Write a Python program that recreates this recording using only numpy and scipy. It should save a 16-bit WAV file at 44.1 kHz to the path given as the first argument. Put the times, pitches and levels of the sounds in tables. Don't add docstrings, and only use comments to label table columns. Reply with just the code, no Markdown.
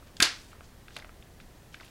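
import sys
import numpy as np
from scipy import signal
from scipy.fft import rfft, irfft, next_fast_len
from scipy.io import wavfile
from scipy.ndimage import map_coordinates

SR = 44100
rng = np.random.default_rng(int(sys.argv[2]) if len(sys.argv) > 2 else 0)


def to_wav(s):
    ch = np.atleast_2d(s).T
    pcm = np.round(np.clip(ch, -1, 1) * 32767)
    wavfile.write(sys.argv[1], SR, pcm.astype(np.int16))


def ratio_of_db(decibels):
    return 10 ** (np.asarray(decibels, float) / 20)


N = 83790
ROOM_DB = -5.5


def unit(x):
    return x / np.sqrt(np.mean(x ** 2) + 1e-20)


def along(points, hz):
    point_hz, value = np.transpose(points)
    return np.interp(np.log(hz + 1), np.log(point_hz + 1), value)


def filtered(x, response):
    size = next_fast_len(len(x) + 8192)
    spectrum = rfft(x, size) * response(np.fft.rfftfreq(size, 1 / SR))
    return irfft(spectrum, size)[:len(x)]


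def hump(hz, centre_hz, octaves):
    distance = np.log2((hz + 1) / centre_hz) / max(octaves, .1)
    return np.exp(-.5 * distance ** 2)


def even(x):
    spectrum = rfft(x)
    size = np.abs(spectrum)
    return irfft(spectrum / (size + .3 * size.mean()), len(x))


def cracks():
    # (time [s], click peak [dB], brightest frequency [Hz], spread [octaves], time scale of the slip [s])
    releases = [(.2006, -26.5, 3960, 0.94, 0.00042), (.2026, -10, 2170, 0.6, 0.0013),
                (.2030, -12.5, 7000, 0.67, 0.0011), (.2142, -27.5, 7000, 0.75, .0006),
                (.2208, -21, 5800, 1.0, .002), (.2228, -12.5, 5200, .95, .0016),
                (.2254, -2.5, 4300, .65, .0012), (.2284, -7.5, 2700, .9, .001),
                (.2316, -24, 11000, .5, .0006), (.2300, -8, 4600, 0.88, 0.0017),
                (.2398, -42, 6000, 1.33, 0.00068), (.2445, -19, 3884, 0.62, 0.0013),
                (.2525, -18, 4500, 1.1, 0.00079)]
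    return clicks(releases, 1, ROOM_DB)


def ticks():
    # (time [s], click peak [dB], brightest frequency [Hz], spread [octaves], time scale of the slip [s])
    small_slips = [(.0245, -47.5, 1210, 0.31, 0.0024), (.072, -50.5, 3280, 1.1, 0.0024),
                   (.1675, -35, 3800, 0.73, 0.0019), (.531, -42.5, 1210, 0.4, 0.00068),
                   (.608, -34, 1405, 0.65, 0.00035), (.8822, -37, 2140, 0.62, 0.0012),
                   (.9068, -41.5, 2080, 0.57, 0.00047), (.9648, -36, 724, 0.37, 0.0024),
                   (.9652, -25, 1540, 0.6, 0.00068), (.9658, -28.5, 2870, 0.44, 0.0027),
                   (.9655, -32.5, 8000, .7, .001), (.9865, -39, 9000, 1.1, 0.0014),
                   (.991, -40, 1760, 0.21, 0.0011), (.9985, -40.5, 3500, 0.46, 0.0017),
                   (1.0232, -38.5, 1940, 0.15, 0.0012), (1.0462, -31.5, 1480, .7, 0.0001),
                   (1.0935, -36.5, 1400, 0.6, .0003), (1.2252, -41.5, 2770, 0.23, 0.00045),
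                   (1.4008, -40.5, 2160, 0.49, 0.0016), (1.7437, -30.5, 2180, 0.46, 0.0011),
                   (1.7995, -40.5, 1880, 0.26, 0.0034), (1.8078, -39, 2310, 0.82, 0.00163),
                   (1.810, -40.5, 1100, 0.49, 0.0041), (1.8225, -65, 3500, 0.69, .0006),
                   (1.832, -44, 2500, 0.24, .001), (1.8475, -46, 2500, 0.39, 0.0011),
                   (1.8475, -45, 11500, .25, 0.00052), (1.8525, -42.5, 11500, 0.24, .0006),
                   (1.863, -49, 2900, 0.2, 0.002), (1.879, -47.5, 2480, .6, 0.0014)]
    return clicks(small_slips, .6, -17.5)


def clicks(rows, ring_scale, room_db):
    # (frequency [Hz], level before each click's own brightness [dB])
    modes = [(684, 48), (1000, -41), (1280, 32), (1640, 39.5), (2030, -46), (2390, -32), (2850, 32),
             (3250, 4), (3650, 30), (4260, -22), (4650, 16.5), (5100, -24), (5500, 27.5), (6340, 29),
             (7100, 7), (8300, -12), (9500, 6), (10800, 31), (12500, -16)]
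    mode_scatter_db, detune = 1.5, .015
    out = np.zeros(N + SR)
    t = np.arange(SR // 20) / SR
    hz, level_db = np.transpose(modes)[:, :, None]
    t60 = ring_scale * .03 * (hz / 1000) ** -.4
    sign = (-1) ** np.arange(len(modes))[:, None]
    for s, peak_db, centre_hz, octaves, slip_s in rows:
        def bell(f):
            return hump(f, centre_hz, octaves)

        u = t / max(slip_s, 1e-4)
        rough = rng.standard_normal(len(t)) * np.sqrt(u) * np.exp(-u)
        slip = (t == 0) + slip_s / .0006 * rough / np.linalg.norm(rough)
        slip = even(slip) * np.exp(-u / 4)

        level_chance, pitch_chance = rng.standard_normal((2, len(modes), 1))
        gain = ratio_of_db(level_db + mode_scatter_db * level_chance) * bell(hz) * sign
        wave = np.sin(2 * np.pi * hz * (1 + detune * pitch_chance) * t)
        ring = np.sum(gain * ratio_of_db(-60 * t / t60) * wave, axis=0)
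        rung = signal.fftconvolve(slip, ring)[:len(t)]

        bare = filtered(np.pad(slip, (16, 0)), lambda f: 1j * bell(f))[:len(t)]
        click = rung / np.linalg.norm(rung) + ratio_of_db(3) * bare / np.linalg.norm(bare)
        click = ratio_of_db(peak_db) * click / np.abs(click).max()

        spread = filtered(1.0 * (np.arange(len(t)) == 16), bell)
        wet = ratio_of_db(room_db) * room(spread * np.linalg.norm(click) / np.linalg.norm(spread))
        start = round(s * SR)
        out[start:][:len(t)] += click
        out[start:][:len(wet)] += wet
    return out[:N]


def pushes():
    # (time [s], level before damping [dB], frequency [Hz], damping time to 1/e [cycles])
    puffs = [(0.1999, -25, 212, 1.1), (0.2215, -22, 327.7, 0.97), (0.963, -45, 312, 1)]
    t, out = np.arange(N) / SR, np.zeros(N)
    for s, db, hz, cycles in puffs:
        turns = np.maximum(t - s, 0) * hz
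        out += ratio_of_db(db) * np.sin(2 * np.pi * turns) * np.exp(-turns / cycles)
    return out


def rubs():
    # (middle [s], rms before the swell [dB], half length [s], brightest frequency [Hz], spread [octaves])
    slides = [(0.084, -62.5, 0.011, 1790, 0.91), (0.184, -59.5, 0.01, 4300, 0.88),
              (0.379, -57.5, 0.09, 4740, .9), (0.504, -60, .008, 7730, 0.88),
              (0.523, -54.5, 0.0066, 1840, .6), (0.647, -58.5, .012, 4000, 0.62),
              (0.933, -62.5, .03, 3280, 0.88), (0.972, -53.5, 0.019, 3500, 0.75),
              (1.05, -104, 0.031, 2400, 0.74), (1.411, -61, 0.0065, 3200, .7), (1.744, -56, 0.013, 3260, 1),
              (1.84, -60.5, 0.043, 3560, 0.88)]
    grain_hz, grain_db = 400, 2.5
    t, out = np.arange(N) / SR, np.zeros(N)
    for s, db, half_s, centre_hz, octaves in slides:
        grain = map_coordinates(rng.standard_normal(1000), [t * grain_hz], mode="wrap")
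        noise = filtered(rng.standard_normal(N), lambda f: hump(f, centre_hz, octaves))
        swell = np.exp(-.5 * ((t - s) / half_s) ** 2)
        out += ratio_of_db(db) * unit(noise * ratio_of_db(grain_db * grain)) * swell
    return out


def room(x):
    # (frequency [Hz], time to fall by 60 dB [s])
    fade_times = [(150, 0.13), (600, .3), (1500, 0.34), (4000, 0.29), (8000, 0.3), (15000, 0.098)]
    # (frequency [Hz], relative level at the start of the tail [dB])
    colour = [(100, -47), (600, 10.5), (1500, 3.5), (3000, -3.5), (5000, -3), (7500, -10.5), (11000, -4.5),
              (15000, -3)]
    delay_s, rise_s = .0028, .00296
    hz, t, z = signal.stft(rng.standard_normal(SR // 2), SR, nperseg=256)
    level_db = along(colour, hz)[:, None] - 60 * t / along(fade_times, hz)[:, None]
    tail = signal.istft(z * ratio_of_db(level_db), SR, nperseg=256)[1]
    tail = tail * (1 - np.exp(-np.arange(len(tail)) / SR / rise_s))
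    delayed = np.pad(x, (round(delay_s * SR), 0))
    return signal.fftconvolve(delayed, tail / np.linalg.norm(tail))[:N]


def walls(x):
    # (delay [s], level [dB])
    echoes = [(.0068, -16.5), (.0087, -29), (0.024, -26.5), (.027, -22)]
    return sum(ratio_of_db(db) * np.pad(x, (round(s * SR), 0))[:N] for s, db in echoes)


def microphone(x):
    # (frequency [Hz], gain [dB])
    treble_loss = [(20, 0), (7000, 0), (11000, -3), (14000, -8), (15800, -13), (16000, -60)]
    return filtered(x, lambda hz: ratio_of_db(along(treble_loss, hz)))


def hush():
    # (frequency [Hz], relative level [dB])
    noise_colour = [(12, -20), (20, -1), (83, -6.5), (624, -20.5), (718, -21.5), (1440, -28), (1810, -25.5),
                    (2080, -29.5), (5850, -34), (14300, -39), (16000, -40.5)]
    noise = filtered(rng.standard_normal(N), lambda hz: ratio_of_db(along(noise_colour, hz)) * (hz < 15900))
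    return ratio_of_db(-52.5) * unit(noise)


def scene():
    soft = pushes() + rubs()
    case = cracks() + ticks() + soft + ratio_of_db(ROOM_DB) * room(soft)
    heard = microphone(case + walls(case))
    return (heard + hush())[None]


def low_pass(x):
    return signal.sosfilt(signal.butter(12, 16510, fs=SR, output="sos"), x)


def record(dry):
    return low_pass(dry)


dry = scene()
out = record(dry)
to_wav(out)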